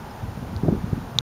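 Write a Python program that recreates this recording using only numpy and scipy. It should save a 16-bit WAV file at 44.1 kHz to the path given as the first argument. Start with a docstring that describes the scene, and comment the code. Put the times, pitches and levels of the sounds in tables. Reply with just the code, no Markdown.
"""Beside a river, light wind buffets a hand-held microphone over the wash of distant traffic.
Two faint chirps sound far off. Small whirls of air (eddies) thump the microphone's opening,
and one gust swells in the middle. The camera's plastic case ticks faintly, then clicks
sharply just before the sound stops."""
import sys
import numpy as np
from scipy import signal
from scipy.fft import rfft, irfft
from scipy.io import wavfile
from scipy.ndimage import uniform_filter1d

SR = 44100
rng = np.random.default_rng(int(sys.argv[2]) if len(sys.argv) > 2 else 0)


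def put_to_file(sound):
    """Save the sound as 16-bit audio at rate SR, in the file named by the first command-line argument."""
    columns = np.atleast_2d(sound).T  # one column per channel
    safe = np.clip(columns, -1, 1)
    whole_steps = np.round(safe * 32767)
    wavfile.write(sys.argv[1], SR, whole_steps.astype(np.int16))


N = 59535


def gain_of(db):
    """Turns decibels into a number to multiply by."""
    return 10 ** (np.asarray(db) / 20)


def unit_level(x):
    """Scales a sound to an average (rms) level of 1."""
    return x / np.sqrt(np.mean(x ** 2) + 1e-20)


def curve(points):
    """Joins (time, value) points with straight lines."""
    return np.interp(np.arange(N) / SR, *np.transpose(points))


def noise(tone):
    """Noise whose lows and highs follow a table of f/Hz, level/dB."""
    hz, db = np.transpose(tone)
    tone_db = np.interp(np.log(np.fft.rfftfreq(N, 1 / SR) + 1), np.log(hz), db)
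    return unit_level(irfft(rfft(rng.standard_normal(N)) * gain_of(tone_db), N))


def steadied(x):
    """Smooths away the slow chance swells in a noise."""
    return x / np.sqrt(uniform_filter1d(x ** 2, 1800) + 1e-6)


def wave_burst(cycles, half_length, phase):
    """A short wave that fades in and out. All three inputs count cycles."""
    return np.exp(-.5 * (cycles / half_length) ** 2) * np.cos(2 * np.pi * (cycles + phase))


def swell(u):
    """Rises to 1 at u = 1, then dies away."""
    return (u * np.exp(1 - u)) ** 2.9


def add(mix, s, sound):
    """Mixes a sound in, starting at s seconds."""
    part = mix[round(s * SR):][:len(sound)]
    part += sound[:len(part)]


# Tone of the far traffic and air: f/Hz, level/dB
WASH_TONE = [(25, -15), (60, -5), (250, -11), (430, -4), (580, -8), (860, -5), (1100, -10.5), (1550, -14),
             (2000, -20), (3200, -24), (5300, -27.5), (7300, -29.5), (9500, -31.5), (15300, -34)]
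# Soft swells in that wash: t/s, level/dB
SWELL_LEVELS = [(0, -51.5), (.3, -59.5), (.45, -55.5), (.7, -57), (.97, -50), (1.1, -57.5), (1.2, -49)]
# Tone of the swells: f/Hz, level/dB
SWELL_TONE = [(700, -31), (1150, -2), (1450, 0.5), (1900, -10), (4000, -21.5), (7000, -35.5)]
# Tyre hum of a car driving away: t/s, level/dB
TYRE_LEVELS = [(0, -48.5), (.1, -44), (.3, -52.5), (.55, -52), (1.2, -57.5)]

def traffic():
    """Far traffic blurs into a softly swelling wash while one car's tyre hum fades."""
    hz = np.fft.rfftfreq(N, 1 / SR)
    hum_hz, width_hz = 860, 260
    band = 1 / (1 + ((hz - hum_hz) / (width_hz / 2)) ** 4)
    tyres = unit_level(irfft(rfft(rng.standard_normal(N)) * band, N))
    wash = gain_of(-41) * noise(WASH_TONE)
    swells = gain_of(curve(SWELL_LEVELS)) * noise(SWELL_TONE)
    return wash + swells + gain_of(curve(TYRE_LEVELS)) * tyres


# Strength of the wind: t/s, level/dB
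WIND_LEVELS = [(0, -39), (.17, -42), (.25, -33.5), (.32, -39), (.41, -33.5), (.47, -35.5), (.56, -32.5),
               (.62, -34.5), (.64, -27.5), (.69, -26.5), (.74, -28), (.77, -28.5), (.81, -33), (.89, -32),
               (.96, -31.5), (1.06, -36), (1.13, -37.5), (1.2, -33.5)]
# Tone of its deep rumble: f/Hz, level/dB
RUMBLE_TONE = [(15, -23), (28, -10.5), (50, -1), (105, 5), (170, 0), (235, -1), (330, -18), (480, -30),
               (900, -34.5), (2500, -74)]
# Tone of its brighter flutter: f/Hz, level/dB
FLUTTER_TONE = [(80, -28.5), (180, -1.5), (300, 0), (380, -3.5), (500, -16.5), (720, -21.5), (1100, -25.5),
                (2500, -70.5)]

def wind():
    """Air swirling at the microphone rumbles, and flutters too when it blows hard."""
    wind_db = curve(WIND_LEVELS)
    gust_db, growth = -27.5, 3.4  # the flutter gains 3.4 dB for each dB of wind
    flutter_db = -28 + growth * (wind_db - gust_db)
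    rumble = gain_of(wind_db) * steadied(noise(RUMBLE_TONE))
    flutter = gain_of(flutter_db) * steadied(noise(FLUTTER_TONE))
    return rumble + flutter


# Far chirps: t/s, level/dB, f/Hz, half length/s
CHIRP_NOTES = [(.112, -48, 5160, .003), (0.223, -59, 3720, 0.015)]

def chirps():
    """Brief pure notes, probably a bird, barely rise above the traffic."""
    t = np.arange(N) / SR
    return sum(gain_of(db) * wave_burst((t - s) * hz, half_s * hz, 0)
               for s, db, hz, half_s in CHIRP_NOTES)


# Eddies hitting the microphone: t/s, level/dB, f/Hz, half length/cycles, edge against thump/dB
EDDY_THUMPS = [(0.238, -20, 107.4, 0.8, -34), (0.291, -26, 98, .6, -25), (0.376, -25.5, 159, 0.36, -4),
               (.429, -22, 158, 0.46, -11), (0.534, -25, 176, .8, -31), (0.569, -20, 80.6, 0.49, -25),
               (.636, -10.5, 211, 0.26, -26), (0.65, -13, 239, 0.23, -21.5), (0.676, -18, 190, 1.2, -22),
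               (.685, -17.5, 636, 1.32, -23.5), (.687, -11.5, 331, 0.71, -16),
               (.691, -8.5, 159.6, 0.59, -17), (.726, -12, 206.5, 0.76, -15.5), (.738, -19, 386, 0.75, -9),
               (0.843, -15, 133, 0.33, -28), (0.882, -22, 154, 0.34, -11), (.932, -11.5, 135, 0.39, -8),
               (0.978, -24, 235, 1, -6), (1.164, -26.5, 130, 0.96, -29.5), (1.195, -28, 126.3, 0.59, -23.5)]

def eddies():
    """Each whirl of air swings the pressure back and forth: a thump with a sharper edge."""
    t, out = np.arange(N) / SR, np.zeros(N)
    for s, db, hz, half_length, edge_db in EDDY_THUMPS:
        cycles = (t - s) * hz
        thump = wave_burst(cycles, half_length, phase=rng.random())
        edge = wave_burst(cycles * 2.6, half_length=.38, phase=rng.random())
        out += gain_of(db) * (thump + gain_of(edge_db) * edge)
    bass_cut = signal.butter(2, 34.5, "high", fs=SR, output="sos")  # weakens the deepest lows
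    return signal.sosfilt(bass_cut, out)


# Clicks of the case: t/s, level/dB, pitch multiplier, length multiplier
CASE_CLICKS = [(0.564, -27, 1.21, 0.53), (1.1866, 1, 1.049, 1)]
# Notes the case rings at, before each click's multipliers: f/Hz, level/dB, rise time/s
CASE_NOTES = [(1093, -25.5, 0.00077), (2050, -29, 0.0012), (3610, -2.5, 0.00075), (4030, -11.5, .0005),
              (5750, -19, 0.00093), (6460, -15.5, 0.00058), (7430, -25, 0.00094), (11500, -37, 0.00071)]
# Tone of the faint hiss after a click: f/Hz, level/dB
TAIL_TONE = [(1500, -24.5), (3200, -3), (4600, 0), (7000, -13.5), (9500, -26)]

def case_clicks():
    """A tiny snap, a quickly dying ring of the plastic case, and a short tail of hiss."""
    t, out = np.arange(2048) / SR, np.zeros(N)
    snap_s, tail_s = .00084, .018  # time for the snap to peak; for the tail to fall 60 dB
    for s, db, pitch, length in CASE_CLICKS:
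        ring = sum(gain_of(note_db) * swell(t / (rise_s * length)) * np.sin(2 * np.pi * hz * pitch * t)
                   for hz, note_db, rise_s in CASE_NOTES)
        grit = unit_level(signal.lfilter([1], [1, -.75], rng.standard_normal(len(t))))  # dulled noise
        snap = gain_of(-29) * swell(t / snap_s) * grit
        tail_gain = gain_of(-25 - 60 * t / tail_s) * np.minimum(t / snap_s, 1)
        tail = tail_gain * noise(TAIL_TONE)[:len(t)]
        add(out, s, gain_of(db) * (ring + snap + tail))
    return out


def scene():
    """Adds all the sounds into one channel."""
    return (traffic() + wind() + chirps() + eddies() + case_clicks())[None]


# Narrow bands the microphone hears poorly: f/Hz, width/Hz
MIC_DIPS = [(7900, 780), (11000, 390)]

def record(dry):
    """The microphone loses two narrow bands and the highest treble; the sound stops abruptly."""
    stop_s, top_hz = 1.21, 15600
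    heard = dry
    for hz, width_hz in MIC_DIPS:
        notch = signal.iirnotch(hz, hz / width_hz, SR)
        heard = signal.lfilter(*notch, signal.lfilter(*notch, heard))
    fade_out = np.clip((stop_s - np.arange(N) / SR) / .001, 0, 1)
    treble_cut = signal.firwin(255, top_hz, window=("kaiser", 9), fs=SR)
    return signal.oaconvolve(heard * fade_out, treble_cut[None], "same")


dry = scene()
out = record(dry)
put_to_file(out)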